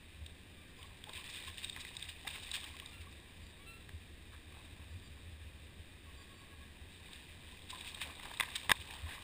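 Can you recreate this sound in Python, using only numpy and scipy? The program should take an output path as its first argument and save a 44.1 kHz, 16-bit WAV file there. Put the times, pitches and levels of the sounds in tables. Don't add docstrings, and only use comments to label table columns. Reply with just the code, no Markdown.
import sys
import numpy as np
from scipy import signal
from scipy.fft import rfft, irfft, next_fast_len
from scipy.io import wavfile
from scipy.ndimage import uniform_filter1d

SR = 44100
rng = np.random.default_rng(int(sys.argv[2]) if len(sys.argv) > 2 else 0)


def dump_mix(stems):
    frames = np.atleast_2d(stems).T
    limited = np.clip(frames, -1, 1)
    pcm = np.round(limited * 32767).astype(np.int16)
    wavfile.write(sys.argv[1], SR, pcm)


N = 407043
T = np.arange(N) / SR


def undb(db):
    return 10 ** (np.asarray(db) / 20)


def unit(x):
    return x / np.sqrt(np.mean(x ** 2) + 1e-20)


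def add(out, start_s, x):
    i = max(int(start_s * SR), 0)
    out[i:i + len(x)] += x[:max(N - i, 0)]


def colour(x, points, size=2048):
    hz, db = np.transpose(points)
    gain = undb(np.interp(np.log(np.fft.rfftfreq(size, 1 / SR) + 1), np.log(hz), db))
    cepstrum = irfft(np.log(gain))
    cepstrum[1:size // 2] *= 2
    cepstrum[size // 2 + 1:] = 0
    impulse = irfft(np.exp(rfft(cepstrum)))
    return signal.fftconvolve(x, impulse)[:len(x)]


def band(x, hz, q):
    b, a = signal.iirpeak(min(hz, SR / 4), max(q, .3), fs=SR)
    return signal.lfilter(b, a, x)


def walk(rate_hz):
    k = int(SR / rate_hz)
    steps = np.repeat(rng.standard_normal(N // k + 1), k)
    return np.sqrt(2) * uniform_filter1d(uniform_filter1d(steps, k), k)[:N]


def ticks(size, rate_hz, spread_db):
    hit = rng.random(size) < rate_hz / SR
    sign = rng.choice([-1, 1], size)
    return hit * sign * undb(spread_db * np.minimum(rng.exponential(size=size), 4))


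def bubbles(low_hz, high_hz, cycles, spread_db, count):
    out = np.zeros(N)
    for when, pitch, life, rank in rng.random((count, 4)):
        hz = low_hz * (high_hz / low_hz) ** pitch
        length_s = cycles * (.5 + life) / hz
        age = np.arange(int(length_s * SR)) / (length_s * SR)
        phase = 2 * np.pi * hz * length_s * (age + 0.172 * age ** 2)
        ring = np.sin(phase) * np.exp(-np.log(100) * age)
        add(out, when * N / SR, ring * undb(spread_db * min(-np.log(1 - rank), 3)))
    return unit(out)


def echo(x, db, t60_s):
    t = T[:SR]
    tail = rng.standard_normal(len(t)) * np.exp(-np.log(1000) * t / t60_s) * (t > .018)
    return undb(db) * signal.fftconvolve(x, tail / np.linalg.norm(tail))[:N]


# (frequency [Hz], gain [dB])
WALL_RESPONSE = [(200, -5.5), (720, -8.5), (1070, -2), (1400, -10), (1640, -0.5), (2020, -1), (2220, -5),
                 (2430, 2.5), (2850, -2), (3350, -0.5), (3780, 4.5), (4120, -7.5), (4900, -5),
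                 (5900, -10.5)]


def through_wall(x):
    return colour(x, WALL_RESPONSE)


# (frequency [Hz], relative density [dB])
WIDTH_SPECTRUM = [(15, -25), (25, 0), (261, 2.5), (1420, -15.5), (2180, -33.5), (2440, -32.5),
                  (2990, -32.5), (3580, -37.5), (4390, -13.5), (5500, -17), (7150, -57.5), (12100, -120)]


def width():
    return undb(-81) * unit(colour(rng.standard_normal(N), WIDTH_SPECTRUM))


# (frequency [Hz], relative density [dB])
RUMBLE_SPECTRUM = [(20, -3.5), (35, -2), (60, -2.5), (120, -7.5), (200, -9), (320, -11.5), (500, -17),
                   (800, -23.5), (1500, -45.5)]


def rumble():
    noise = unit(colour(rng.standard_normal(N), RUMBLE_SPECTRUM))
    return undb(-59) * noise * undb(0.48 * walk(6))


def calls(notes, harmonics_db):
    out = np.zeros(N)
    for start_s, length_s, start_hz, end_hz, db in notes:
        size = int(length_s * SR)
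        waver = 0.031 * uniform_filter1d(rng.standard_normal(size), SR // 200)
        hz = np.linspace(start_hz, end_hz, size) * (1 + waver)
        phase = 2 * np.pi * np.cumsum(hz) / SR
        tone = sum(undb(h) * np.sin((k + 1) * phase) for k, h in enumerate(harmonics_db))
        add(out, start_s, undb(db) * unit(tone) * signal.windows.tukey(size, .5))
    return out


# (start [s], length [s], start pitch [Hz], end pitch [Hz], level before wall [dB])
GULL_NOTES = [(.56, 0.074, 1179, 1173, -64.5), (2.86, 0.057, 1192, 1207, -62.5),
              (2.92, 0.058, 1400, 1352, -56), (3.585, 0.0607, 1101, 1163, -61),
              (3.655, 0.0847, 1336, 1356, -52.5), (4.53, 0.0535, 1253, 1303, -63)]


def gulls():
    return through_wall(calls(GULL_NOTES, [-3, -2, -6]))


CACKLE_START_S, CACKLE_GAP_S, CACKLE_QUICKEN_S = 6.06, .122, 0.0027
CACKLE_NOTE_S, CACKLE_HZ, CACKLE_DB, CACKLE_BRIGHTEN_DB = 0.0478, 553.5, -62.5, 2


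def cackle():
    out = np.zeros(N)
    for k in range(6):
        start_s = CACKLE_START_S + k * (CACKLE_GAP_S - k * CACKLE_QUICKEN_S)
        note = (start_s, CACKLE_NOTE_S, CACKLE_HZ, CACKLE_HZ, CACKLE_DB)
        out += calls([note], [-12, 0, -11 + k * CACKLE_BRIGHTEN_DB])
    return through_wall(out)


WHISTLE_S, WHISTLE_SAG_HZ = .085, 55
# (start [s], start pitch [Hz], level [dB])
WHISTLE_NOTES = [(.76, 4900, -72.5), (3.41, 4760, -71), (4.88, 4750, -74.5), (5.02, 4720, -70),
                 (6.159, 4710, -67.5), (6.33, 4630, -71.5)]


def whistles():
    notes = [(s, WHISTLE_S, hz, hz - WHISTLE_SAG_HZ, db) for s, hz, db in WHISTLE_NOTES]
    return calls(notes, [0])


def birds():
    song = gulls() + cackle() + whistles()
    return song + echo(song, -4.5, 0.49)


def inlet():
    return undb(-62.0) * unit(through_wall(band(ticks(N, 9000, 1.5), 1950, 0.734)))


SHAKE_DB = -60.5
# (middle [s], half length to 1/e power [s], level [dB])
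SHAKE_SPELLS = [(3.2, 0.536, -60), (5.1, 0.54, -54.5), (9.047, 0.13, -55.5)]


def shake():
    tremble = unit(band(band(rng.standard_normal(N), 78.5, 3.9), 76.66, 2.98))
    power = undb(SHAKE_DB) ** 2
    for middle_s, half_s, db in SHAKE_SPELLS:
        power = power + undb(db) ** 2 * np.exp(-((T - middle_s) / half_s) ** 2)
    return tremble * np.sqrt(power)


THUMP_HZ, THUMP_RISE_S, THUMP_TRIM_DB = 79.95, 0.02154, -4.0
# (start [s], level before trim [dB])
MOUNT_THUMPS = [(.203, -39.5), (2.991, -42), (3.931, -38), (4.941, -37), (5.445, -42), (5.788, -41.5),
                (6.803, -42.5), (8.784, -38), (9.026, -35)]


def thumps():
    out, t = np.zeros(N), T[:SR // 3]
    age = t / THUMP_RISE_S
    boom = age ** 2 * np.exp(2 * (1 - age)) * np.sin(2 * np.pi * THUMP_HZ * t)
    for start_s, db in MOUNT_THUMPS:
        add(out, start_s, undb(db + THUMP_TRIM_DB) * boom)
    return out


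RAP_TRIM_DB = -19
# (nominal frequency [Hz], nominal level [dB], t60 [s])
STRUCK_MODES = [(191, -11, 0.00984), (454, -13.5, 0.00504), (894.6, -2, 0.0177), (1027, -2.5, 0.0326),
                (1222, -4, 0.0104), (1594.7, -0.5, 0.01554), (1751, 3.5, 0.00835), (2027, 0, 0.0189),
                (2350, -5, 0.0106), (2413, -4.5, 0.024), (3346, -4, 0.006), (3540, 3, 0.0117),
                (3690, -3.5, 0.0184), (5020, -6, 0.0089), (5270, -3, 0.0044)]
# (time [s], level before trim [dB], favoured frequency [Hz], weight [dB])
CASE_RAPS = [(1.7628, -32.5, 1966, 1), (1.773, -37.5, 1666, 5), (1.8499, -34, 1990, -6.5),
             (2.2713, -32.5, 1910, 1), (3.892, -39, 1790, -7.5), (8.0155, -30.5, 2080, -0.5),
             (8.197, -38, 2060, 2.5), (8.254, -34, 1600, 12), (8.3138, -35.5, 1620, 18),
             (8.3989, -17.5, 1951, 0), (8.4073, -17, 2950, -5.5), (8.434, -28, 2000, 2.5),
             (8.6949, -15.5, 1934, 3), (8.705, -18, 2400, 4), (8.7158, -8, 1603, -4.5)]


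def raps():
    out, t = np.zeros(N), T[:SR // 25]
    hz, mode_db, t60_s = np.transpose(STRUCK_MODES)[:, :, None]
    sign = (-1) ** np.arange(len(hz))[:, None]
    for start_s, db, centre_hz, weight_db in CASE_RAPS:
        level_chance, pitch_chance = rng.standard_normal((2, len(hz), 1))
        favoured_db = 9.96 * np.exp(-(np.log2(hz / centre_hz) / 0.212) ** 2)
        low_db = weight_db / (1 + (hz / 1300) ** 8)
        gain = sign * undb(mode_db + 1.48 * level_chance + favoured_db + low_db)
        swing = np.sin(2 * np.pi * hz * (1 + 0.0072 * pitch_chance) * t)
        ring = (gain * swing * np.exp(-np.log(1000) * t / t60_s)).sum(0)
        snap = np.sin(2 * np.pi * 2600 * t) * np.exp(-t / 0.000084)
        splat = band(rng.standard_normal(len(t)) * np.exp(-(t / .0034) ** 2), 2400, .55)
        contact = through_wall(undb(-0.5) * unit(splat) + unit(snap))
        rap = unit(unit(ring) + undb(-3.5) * unit(contact))
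        add(out, start_s, undb(db + RAP_TRIM_DB) * rap)
    return out


PLOP_S, PLOP_TRIM_DB = 0.0326, 8.5
# (start [s], level before trim [dB], start pitch [Hz])
LARGE_PLOPS = [(.789, -64, 1000), (.841, -62, 1036), (1.07, -58, 807), (1.18, -60.5, 1029),
               (1.476, -55, 1014), (2.248, -56, 760), (2.741, -61, 1045), (2.822, -61.5, 1062),
               (3.068, -60.5, 1063), (7.524, -64, 968), (7.729, -50, 989), (9.065, -57, 974)]


def plops():
    out = np.zeros(N)
    age = np.linspace(0, 1, int(PLOP_S * SR))
    envelope = (age / 0.164) * np.exp(1 - age / 0.1384) * (1 - age ** 4)
    for start_s, db, hz in LARGE_PLOPS:
        wobble = 0.26 * uniform_filter1d(rng.standard_normal(len(age)), SR // 400)
        phase = 2 * np.pi * np.cumsum(hz * (1 + 0.192 * age + wobble)) / SR
        add(out, start_s, undb(db + PLOP_TRIM_DB) * np.sin(phase) * envelope)
    return out


SLAP_RISE_S, SLAP_TRIM_DB = 0.00129, -16.5
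# (time [s], level before trim [dB], centre frequency [Hz])
WATER_SLAPS = [(.263, -38.5, 3736), (.829, -43, 3380), (1.04, -37.5, 3244), (1.094, -38.5, 3636),
               (1.133, -37.5, 3790), (1.582, -36, 2880), (1.6452, -29, 3680), (1.697, -30.5, 3640),
               (1.968, -31, 3750), (2.026, -31.5, 3574), (2.09, -39, 2900), (2.277, -30, 3675),
               (2.31, -39.5, 3150), (2.515, -30, 3908), (2.642, -37, 3135), (2.7996, -35.5, 2670),
               (2.86, -37.5, 3670), (7.132, -39.5, 3645), (7.947, -35.5, 3737), (8.015, -31, 3708),
               (8.339, -40, 3567), (8.372, -37, 3800), (8.487, -40, 1630)]


def slaps():
    out, t = np.zeros(N), T[:SR // 25]
    age = t / SLAP_RISE_S
    envelope = age * np.exp(-age)
    for time_s, db, hz in WATER_SLAPS:
        burst = band(rng.standard_normal(len(t)) * envelope, hz, 1.95)
        ping = np.sin(2 * np.pi * hz * t) * envelope
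        slap = through_wall(unit(burst) + undb(-3.5) * unit(ping))
        add(out, time_s - .001, undb(db + SLAP_TRIM_DB) * unit(slap))
    return out


# (middle [s], level [dB], half length as Gaussian sigma [s], centre frequency [Hz])
WATER_GUSHES = [(1.095, -53, 0.0091, 650), (1.178, -49.5, 0.0288, 2980), (1.304, -50, 0.0089, 4500),
                (1.362, -46.5, 0.0237, 2970), (1.481, -47, 0.011, 3040), (1.643, -46, 0.0122, 3020),
                (1.81, -44, 0.0063, 4550), (2.096, -47.5, 0.00827, 3340), (2.277, -43.5, 0.00505, 1950),
                (2.358, -45.5, .009, 1820), (2.433, -51, .0085, 4700), (2.545, -37.5, .005, 4000),
                (2.555, -39, 0.0131, 3180), (4.341, -58.5, 0.0138, 1300), (7.15, -55, 0.0262, 2520),
                (7.706, -42.5, .007, 3447), (7.884, -47, 0.0203, 3200), (8.025, -41.5, 0.0145, 2700),
                (8.085, -53, .03, 680), (8.428, -42, 0.0056, 1880), (8.561, -32, 0.00485, 3410),
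                (9.111, -50, 0.0364, 1790)]


def gushes():
    out = np.zeros(N)
    for middle_s, db, half_s, hz in WATER_GUSHES:
        t = np.arange(-3 * half_s, 3 * half_s, 1 / SR)
        spray = unit(through_wall(band(ticks(len(t), 5000, 3.47), hz, 1.37)))
        add(out, middle_s + t[0], undb(db) * spray * np.exp(-.5 * (t / half_s) ** 2))
    return out


def droplets(chance):
    age = T[:SR // 50] / 0.000844
    falls = np.abs(ticks(N, 70, 2.23)) * (rng.random(N) < chance)
    envelope = signal.fftconvolve(falls, age * np.exp(-age))[:N]
    return unit(through_wall(band(envelope * rng.standard_normal(N), 3210, 1.0)))


BOUT_ATTACK_S, BOUT_RELEASE_S, FOAM_DB, FOAM_DECAY_S = 0.044, 0.074, -2.5, 0.63
# (start [s], length [s], spray gain [dB], large-bubble gain [dB])
THRASH_BOUTS = [(0.747, 0.09, -61.5, -64), (1.103, 0.977, -54.5, -64.5), (2.228, 0.456, -54, -58.5),
                (4.468, 0.105, -62, -61), (6.031, 0.51, -68.5, -66.5), (6.87, 0.91, -61.5, -67.5),
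                (7.694, 0.418, -55.5, -59), (8.18, 1.021, -55, -55.5)]


def stirring():
    power = np.zeros((2, N))
    for start_s, length_s, spray_db, bubble_db in THRASH_BOUTS:
        since_s = np.maximum(T - start_s - length_s, 0)
        foam = undb(FOAM_DB) * np.exp(-since_s / FOAM_DECAY_S)
        settle = np.maximum(np.exp(-since_s / BOUT_RELEASE_S), foam)
        envelope = np.clip((T - start_s) / BOUT_ATTACK_S, 0, 1) * settle
        power += (undb([[spray_db], [bubble_db]]) * envelope) ** 2
    return np.sqrt(power)


def churn():
    spray_gain, bubble_gain = stirring()
    spray_gain = np.hypot(spray_gain, undb(-69.5))
    bubble_gain = np.hypot(bubble_gain, undb(-79.5))
    effort = spray_gain / spray_gain.max()

    spray = unit(ticks(N, 2500, 2.0)) + undb(-6.5) * bubbles(1702, 4362, 20.5, 3.36, count=4500)
    spray = unit(through_wall(band(spray, 3410, 0.995)))
    ragged = undb(2.71 * np.sqrt(effort) * walk(45))
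    high = spray_gain * (undb(-0.5) * spray * ragged + undb(-8.0) * droplets(effort))

    gurgle = unit(through_wall(bubbles(677, 1237, 6.77, 3.1, count=1600)))
    slosh = unit(through_wall(band(ticks(N, 1500, 2.5), 730, 0.69)))
    lumps = undb(2 * walk(16))
    low = (undb(-6.5) * gurgle + undb(-9) * slosh) * bubble_gain * lumps
    return high + low


def scene():
    water = inlet() + plops() + slaps() + gushes() + churn()
    water = water + echo(water, -12, 0.188)
    mid = rumble() + birds() + shake() + thumps() + raps() + water
    side = width()
    return np.array([mid + side, mid - side])


HOLD_HZ, TOP_HZ = 12000, 15300


def record(dry):
    narrow = signal.sosfiltfilt(signal.butter(14, 5850, fs=SR, output="sos"), dry)
    mirrored = narrow * (1 + 2 * np.cos(2 * np.pi * HOLD_HZ * T))
    size = next_fast_len(N, True)
    hold_gain = np.sinc(np.fft.rfftfreq(size, 1 / SR) / HOLD_HZ)
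    held = irfft(rfft(mirrored, size) * hold_gain, size)[:, :N]
    return signal.sosfilt(signal.ellip(10, .2, 80, TOP_HZ, fs=SR, output="sos"), held)


dry = scene()
out = record(dry)
dump_mix(out)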